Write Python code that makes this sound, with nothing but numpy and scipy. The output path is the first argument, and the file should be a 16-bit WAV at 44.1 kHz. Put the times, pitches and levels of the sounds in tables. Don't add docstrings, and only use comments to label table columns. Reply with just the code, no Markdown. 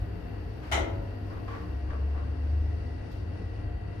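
import sys
import numpy as np
from scipy import signal
from scipy.fft import rfft, irfft, next_fast_len
from scipy.io import wavfile
from scipy.ndimage import map_coordinates

SR = 44100
rng = np.random.default_rng(int(sys.argv[2]) if len(sys.argv) > 2 else 0)


def dump(signal):
    limited = np.clip(np.atleast_2d(signal).T, -1, 1)
    pcm = np.round(limited * 32767).astype(np.int16)
    wavfile.write(sys.argv[1], SR, pcm)


N = 176400
TIME = np.arange(N) / SR


def amp(db):
    return 10 ** (np.asarray(db) / 20)


def at_pitch(rows, hz):
    freqs, values = np.transpose(rows)
    return np.interp(np.log(hz + 1), np.log(freqs + 1), values)


def over_time(rows):
    return np.interp(TIME, *np.transpose(rows))


def wobble(rate):
    return map_coordinates(rng.standard_normal(int(N * rate / SR) + 4), [TIME * rate])


def pan(db):
    return amp(np.array([[.5], [-.5]]) * db)


def filtered(x, gain):
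    size = next_fast_len(N + SR // 2)
    return irfft(rfft(x, size) * gain(np.fft.rfftfreq(size, 1 / SR)), size)[..., :N]


def noise(colour, likeness, balance):
    def mid_and_side(hz):
        angle = np.arccos(np.clip(at_pitch(likeness, hz), -1, 1)) / 2
        return colour(hz) * np.array([np.cos(angle), np.sin(angle)])
    mid, side = filtered(rng.standard_normal((2, N)), mid_and_side)
    stereo = filtered(np.array([mid + side, mid - side]), lambda hz: pan(at_pitch(balance, hz)))
    return stereo / np.sqrt(np.mean(stereo ** 2) + 1e-20)


def peaks(rows, hz):
    return sum(amp(db) / np.sqrt(width) / (1 + ((hz - centre) / width * 2) ** 2)
               for centre, width, db in rows)


def envelope(start, rise, hold, fade):
    age = TIME - start
    return np.clip(age / rise, 0, 1) * amp(-60 * np.maximum(age - hold, 0) / fade)


def tone(hz):
    phase = rng.uniform(0, 2 * np.pi) + np.array([[0], [np.pi / 2]]) * rng.choice([-1, 1])
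    return np.sin(2 * np.pi * hz * TIME + phase + 0.38 * wobble(29.9))


# frequency in Hz, relative level in dB. All COLOUR tables read this way.
RUMBLE_COLOUR = [(20, -41), (32, -18), (45, 3), (72, -1), (115, -5), (135, -18.5), (400, -70.5)]
# time in seconds, level in dB. All LEVEL tables read this way.
RUMBLE_LEVEL = [(0, -29.5), (.12, -38), (.65, -41.5), (.9, -33.5), (1.25, -41.5), (2.2, -39.5),
                (3.55, -38.5), (4, -38)]
BASS_LEFT_DB = 1.5

def rumble():
    deep = noise(lambda hz: amp(at_pitch(RUMBLE_COLOUR, hz)), [(60, 1.0)], [(60, BASS_LEFT_DB)])
    return amp(over_time(RUMBLE_LEVEL)) * deep


# frequency in Hz, relative level in dB.
AIR_COLOUR = [(60, -6.5), (130, -1), (215, -5), (300, -2.5), (550, -8.5), (700, -10), (1200, -19.5),
              (1500, -17.5), (2400, -26), (2800, -24.5), (3400, -35), (4600, -37), (5800, -53.5),
              (6600, -48), (8000, -54), (9600, -45.5), (12000, -58), (12600, -78)]
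# frequency in Hz, left minus right in dB.
BACKGROUND_PAN = [(100, 6.5), (220, 3.5), (660, 2.5), (2200, 2.5), (3900, 9.5), (5600, 13.5), (7200, 5.5),
                  (9000, -2)]
# frequency in Hz, how alike left and right are (1 is the same, 0 unrelated).
BACKGROUND_LIKENESS = [(110, 0.47), (250, 0.62), (500, 0.068), (5000, 0.059), (10000, 0.055), (13000, 0.96)]

def background_noise(colour):
    return noise(colour, BACKGROUND_LIKENESS, BACKGROUND_PAN)


def air():
    return amp(-44.5 + 0.4 * wobble(8.9)) * background_noise(lambda hz: amp(at_pitch(AIR_COLOUR, hz)))


# pitch in Hz, width in Hz, relative level in dB.
GEAR_TONES = [(176.4, 15, -1.5), (254.9, 6.3, -0.5), (304.6, 7.5, -0.5), (420.8, 13, -6), (465.4, 9.8, -7),
              (704.4, 15.6, -4.5), (1970, 85, -18.5), (2726, 77, -18.5), (4570, 100, -24)]

def running_gear():
    return amp(-47.5) * background_noise(lambda hz: peaks(GEAR_TONES, hz))


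# time in seconds, level in dB.
SLIDE_LEVEL = [(.4, -71), (1.6, -68), (2.3, -71), (2.9, -68), (3.55, -69), (3.8, -78), (4, -69)]
# frequency in Hz, relative level in dB.
SLIDE_COLOUR = [(2000, -27), (3500, 2), (5000, 2.5), (5900, -1.5), (6600, -11), (8000, -10.5), (8800, -6),
                (11500, -15.5), (13000, -40)]

def guide_shoes():
    level_db = over_time(SLIDE_LEVEL) + 1.1 * wobble(10)
    return amp(level_db) * background_noise(lambda hz: amp(at_pitch(SLIDE_COLOUR, hz)))


# pitch in Hz, start in seconds (below 0 is already sounding), level in dB.
DRIVE_NOTES = [(1908, -3, -62.5), (1970, 2.5, -64), (2735, 0, -69.5), (4570, 0, -76)]

def drive():
    out = np.zeros((2, N))
    for hz, start, db in DRIVE_NOTES:
        fade_in = np.clip((TIME - start) / 0.14, 0, 1)
        out += amp(db + 1.5 * wobble(6.83)) * fade_in * pan(at_pitch(BACKGROUND_PAN, hz)) * tone(hz)
    return out


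# pitch in Hz, width in Hz, relative level in dB.
WHINE_TONES = [(12480, 130, -6), (13080, 350, -3)]
WHINE_HOLD_S, WHINE_FADE_DB_PER_S = 1.7, 56

def whine():
    level_db = -82 - WHINE_FADE_DB_PER_S * np.maximum(TIME - WHINE_HOLD_S, 0)
    return amp(level_db) * background_noise(lambda hz: peaks(WHINE_TONES, hz))


# time in seconds, level in dB.
DRONE_LEVEL = [(1.3, -58), (1.68, -39.5), (1.76, -32), (1.9, -35), (2.05, -28), (2.28, -33), (2.34, -36),
               (2.42, -30), (2.56, -24.5), (2.76, -31), (2.83, -43), (2.92, -33), (3.03, -48), (3.3, -36),
               (3.5, -39.5), (3.7, -76)]
HUM_LEVEL = [(0, -39.5), (.65, -45), (.86, -38.5), (2.05, -43), (2.17, -50), (2.26, -43), (4, -39)]
DRONE_HZ, DRONE_AT_S, CLIMB_HZ_PER_S, HUM_HZ = 74.1, 2.55, 7, 99.07

def motor():
    pitch = DRONE_HZ + CLIMB_HZ_PER_S * (TIME - DRONE_AT_S)
    drone = amp(over_time(DRONE_LEVEL)) * np.sin(2 * np.pi * np.cumsum(pitch) / SR)
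    hum_db = over_time(HUM_LEVEL) + 0.76 * wobble(6.03)
    hum = amp(hum_db) * np.sin(2 * np.pi * HUM_HZ * TIME + 0.56 * wobble(5.11))
    return np.sqrt(2) * (drone + hum)


# frequency in Hz, relative level in dB.
TICK_COLOUR = [(1500, -10), (3500, -2.5), (8000, -19), (11500, -22), (13000, -14.5)]

def tick():
    bright = background_noise(lambda hz: amp(at_pitch(TICK_COLOUR, hz)))
    return amp(-58.5) * envelope(start=3.113, rise=0.0025, hold=0, fade=0.35) * bright


# frequency in Hz, relative level in dB.
SHAFT_COLOUR = [(250, -16), (450, -2.5), (1150, 0), (2000, -7), (4000, -27.5), (14000, -51.5)]
SHAFT_NOTES = [(463, 0), (1055, -4.5), (1143, -3)]
# frequency in Hz, how alike left and right are.
METAL_LIKENESS = [(130, .9), (300, 0.31), (1300, -0.16), (6000, -0.092), (13000, 1)]

def shaft_metal(ring_db, tilt_db):
    colour = lambda hz: amp(at_pitch(SHAFT_COLOUR, hz) + tilt_db * np.log2(hz + 1))
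    body = noise(colour, METAL_LIKENESS, BACKGROUND_PAN)
    ring = sum(amp(db + 2.2 * wobble(60)) * tone(hz) for hz, db in SHAFT_NOTES)
    return body + amp(ring_db) * ring


# start, rise and hold in seconds, level in dB, gain of the clear notes in dB,
# treble tilt in dB per octave.
SCRAPES = [(0.62, 0.013, 0.08, -51, -20, 3.5), (1.288, 0.024, 0.048, -44.5, -8, -4.5),
           (1.477, .004, 0.079, -46.5, 2.5, 1.5), (1.878, 0.013, 0.091, -43.5, -12, -5),
           (2.14, 0.014, 0.042, -45, -6, -4)]

def scrapes():
    return sum(amp(db) * envelope(start, rise, hold, fade=0.61) * shaft_metal(ring_db, tilt_db)
               for start, rise, hold, db, ring_db, tilt_db in SCRAPES)


# start in seconds, level in dB.
KNOCKS = [(1.318, -51), (1.368, -48), (1.48, -44), (1.547, -43.5), (1.902, -43), (1.931, -46.5),
          (2.186, -54)]

def knocks():
    blows = sum(amp(db) * envelope(start, rise=0.0024, hold=0, fade=0.16) for start, db in KNOCKS)
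    return blows * shaft_metal(ring_db=-5.5, tilt_db=-0.5)


# start in seconds, hold in seconds, level in dB.
BOOMS = [(0.705, 0.11, -27.5), (3.659, 0.089, -32)]
BOOM_HZ = 70.1

def booms():
    return sum(amp(db) * envelope(start, rise=0.01, hold=hold, fade=0.24)
               * np.sin(2 * np.pi * BOOM_HZ * (TIME - start)) for start, hold, db in BOOMS)


# pitch in Hz, relative level in dB.
HOUSING_NOTES = [(660, -3.5), (690, -2)]
# start in seconds, level in dB.
HOUSING_BLOWS = [(0.714, -31), (.786, -35)]

def housing():
    return sum(amp(blow_db + note_db) * envelope(start, rise=0.003, hold=0, fade=0.2) * tone(hz)
               for start, blow_db in HOUSING_BLOWS for hz, note_db in HOUSING_NOTES)


def swell_time(hz):
    return 0.001 + 0.097 / (1 + (hz / 490) ** 6)


# pitch in Hz, relative level in dB, seconds to fade by 60 dB.
PANEL_NOTES = [(330, 2, 0.91), (363, -14, 0.81), (563.5, -3.5, 1.78), (662, 0, 1.03), (751.5, -1, 0.53),
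               (840.5, 0, 0.63), (926, -8.5, 1.2), (996, -11.5, 1.46), (1109, -13, 0.4), (1320, -5.5, 0.6),
               (1440, -11, 0.75), (1650, -12, 0.49), (1984, -8, .35), (2016, 0.5, 0.39), (2144, -0.5, 0.46),
               (3005, -5, 0.27), (3130, -8, 0.45)]

def panels():
    start = CONTACTS[1][0]
    ring = sum(amp(db) * envelope(start, swell_time(hz), 0, fade) * tone(hz)
               for hz, db, fade in PANEL_NOTES)
    return amp(-33.5) * ring


# start in seconds, level in dB.
CONTACTS = [(0.715, -32), (0.7217, -27.5), (0.7287, -29.5), (.747, -33.5), (0.782, -43.5)]
# frequency in Hz, relative level in dB.
CLACK_COLOUR = [(120, -22), (220, -15.5), (310, -1.5), (430, -2.5), (560, -5), (690, 1), (860, -4.5),
                (1200, -11), (1330, 0), (1600, -13.5), (2050, 0), (2300, -10), (2700, -13.5), (3000, -6),
                (3400, -17), (3800, -16), (4850, -29.5), (5600, -19), (7000, -20), (14000, -38.5)]
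# frequency in Hz, left minus right in dB.
CLACK_PAN = [(200, 14.5), (660, 8), (1200, 1.5), (2200, 3.5), (4500, 14), (7200, 9), (9500, -4.5),
             (13000, 0.5)]
# frequency in Hz, seconds to fade by 60 dB.
CAR_FADE = [(200, 0.97), (600, 0.69), (1200, 0.62), (2200, 0.42), (4000, 0.41), (7000, 0.3), (13000, 0.22)]
RIPPLE_SPACING_HZ, RIPPLE_DB, RIPPLE_FULL_HZ = 50.5, 3, 3300

def switch_clack():
    ripple = rng.standard_normal(SR // 20)
    def colour(hz):
        depth_db = RIPPLE_DB * np.minimum(hz / RIPPLE_FULL_HZ, 1)
        bumps = map_coordinates(ripple, [hz / RIPPLE_SPACING_HZ], mode="mirror")
        return amp(at_pitch(CLACK_COLOUR, hz) + depth_db * bumps)
    out = np.zeros((2, N))
    for start, db in CONTACTS:
        hz, times, bands = signal.stft(noise(colour, METAL_LIKENESS, CLACK_PAN), SR, nperseg=256)
        age = np.maximum(times - start, 0)
        swell = np.minimum((age + 0.00061) / swell_time(hz[:, None]), 1)
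        decay = amp(-60 * age / at_pitch(CAR_FADE, hz[:, None]))
        ring = signal.istft(bands * swell * decay, SR, nperseg=256)[1][:, :N]
        crack = amp(-6.5) * envelope(start, rise=1 / SR, hold=0, fade=0.005)
        out += amp(db) * ring * (TIME >= start) * (1 + crack)
    return out


def scene():
    events = switch_clack() + housing() + panels() + scrapes() + knocks() + tick()
    bass = pan(BASS_LEFT_DB) * (booms() + motor())
    easing = amp(-0.21 * (TIME - 1))
    ride = rumble() + easing * (air() + running_gear())
    return events + bass + ride + guide_shoes() + drive() + whine()


def record(dry):
    return filtered(dry, lambda hz: hz < 13900)


dry = scene()
out = record(dry)
dump(out)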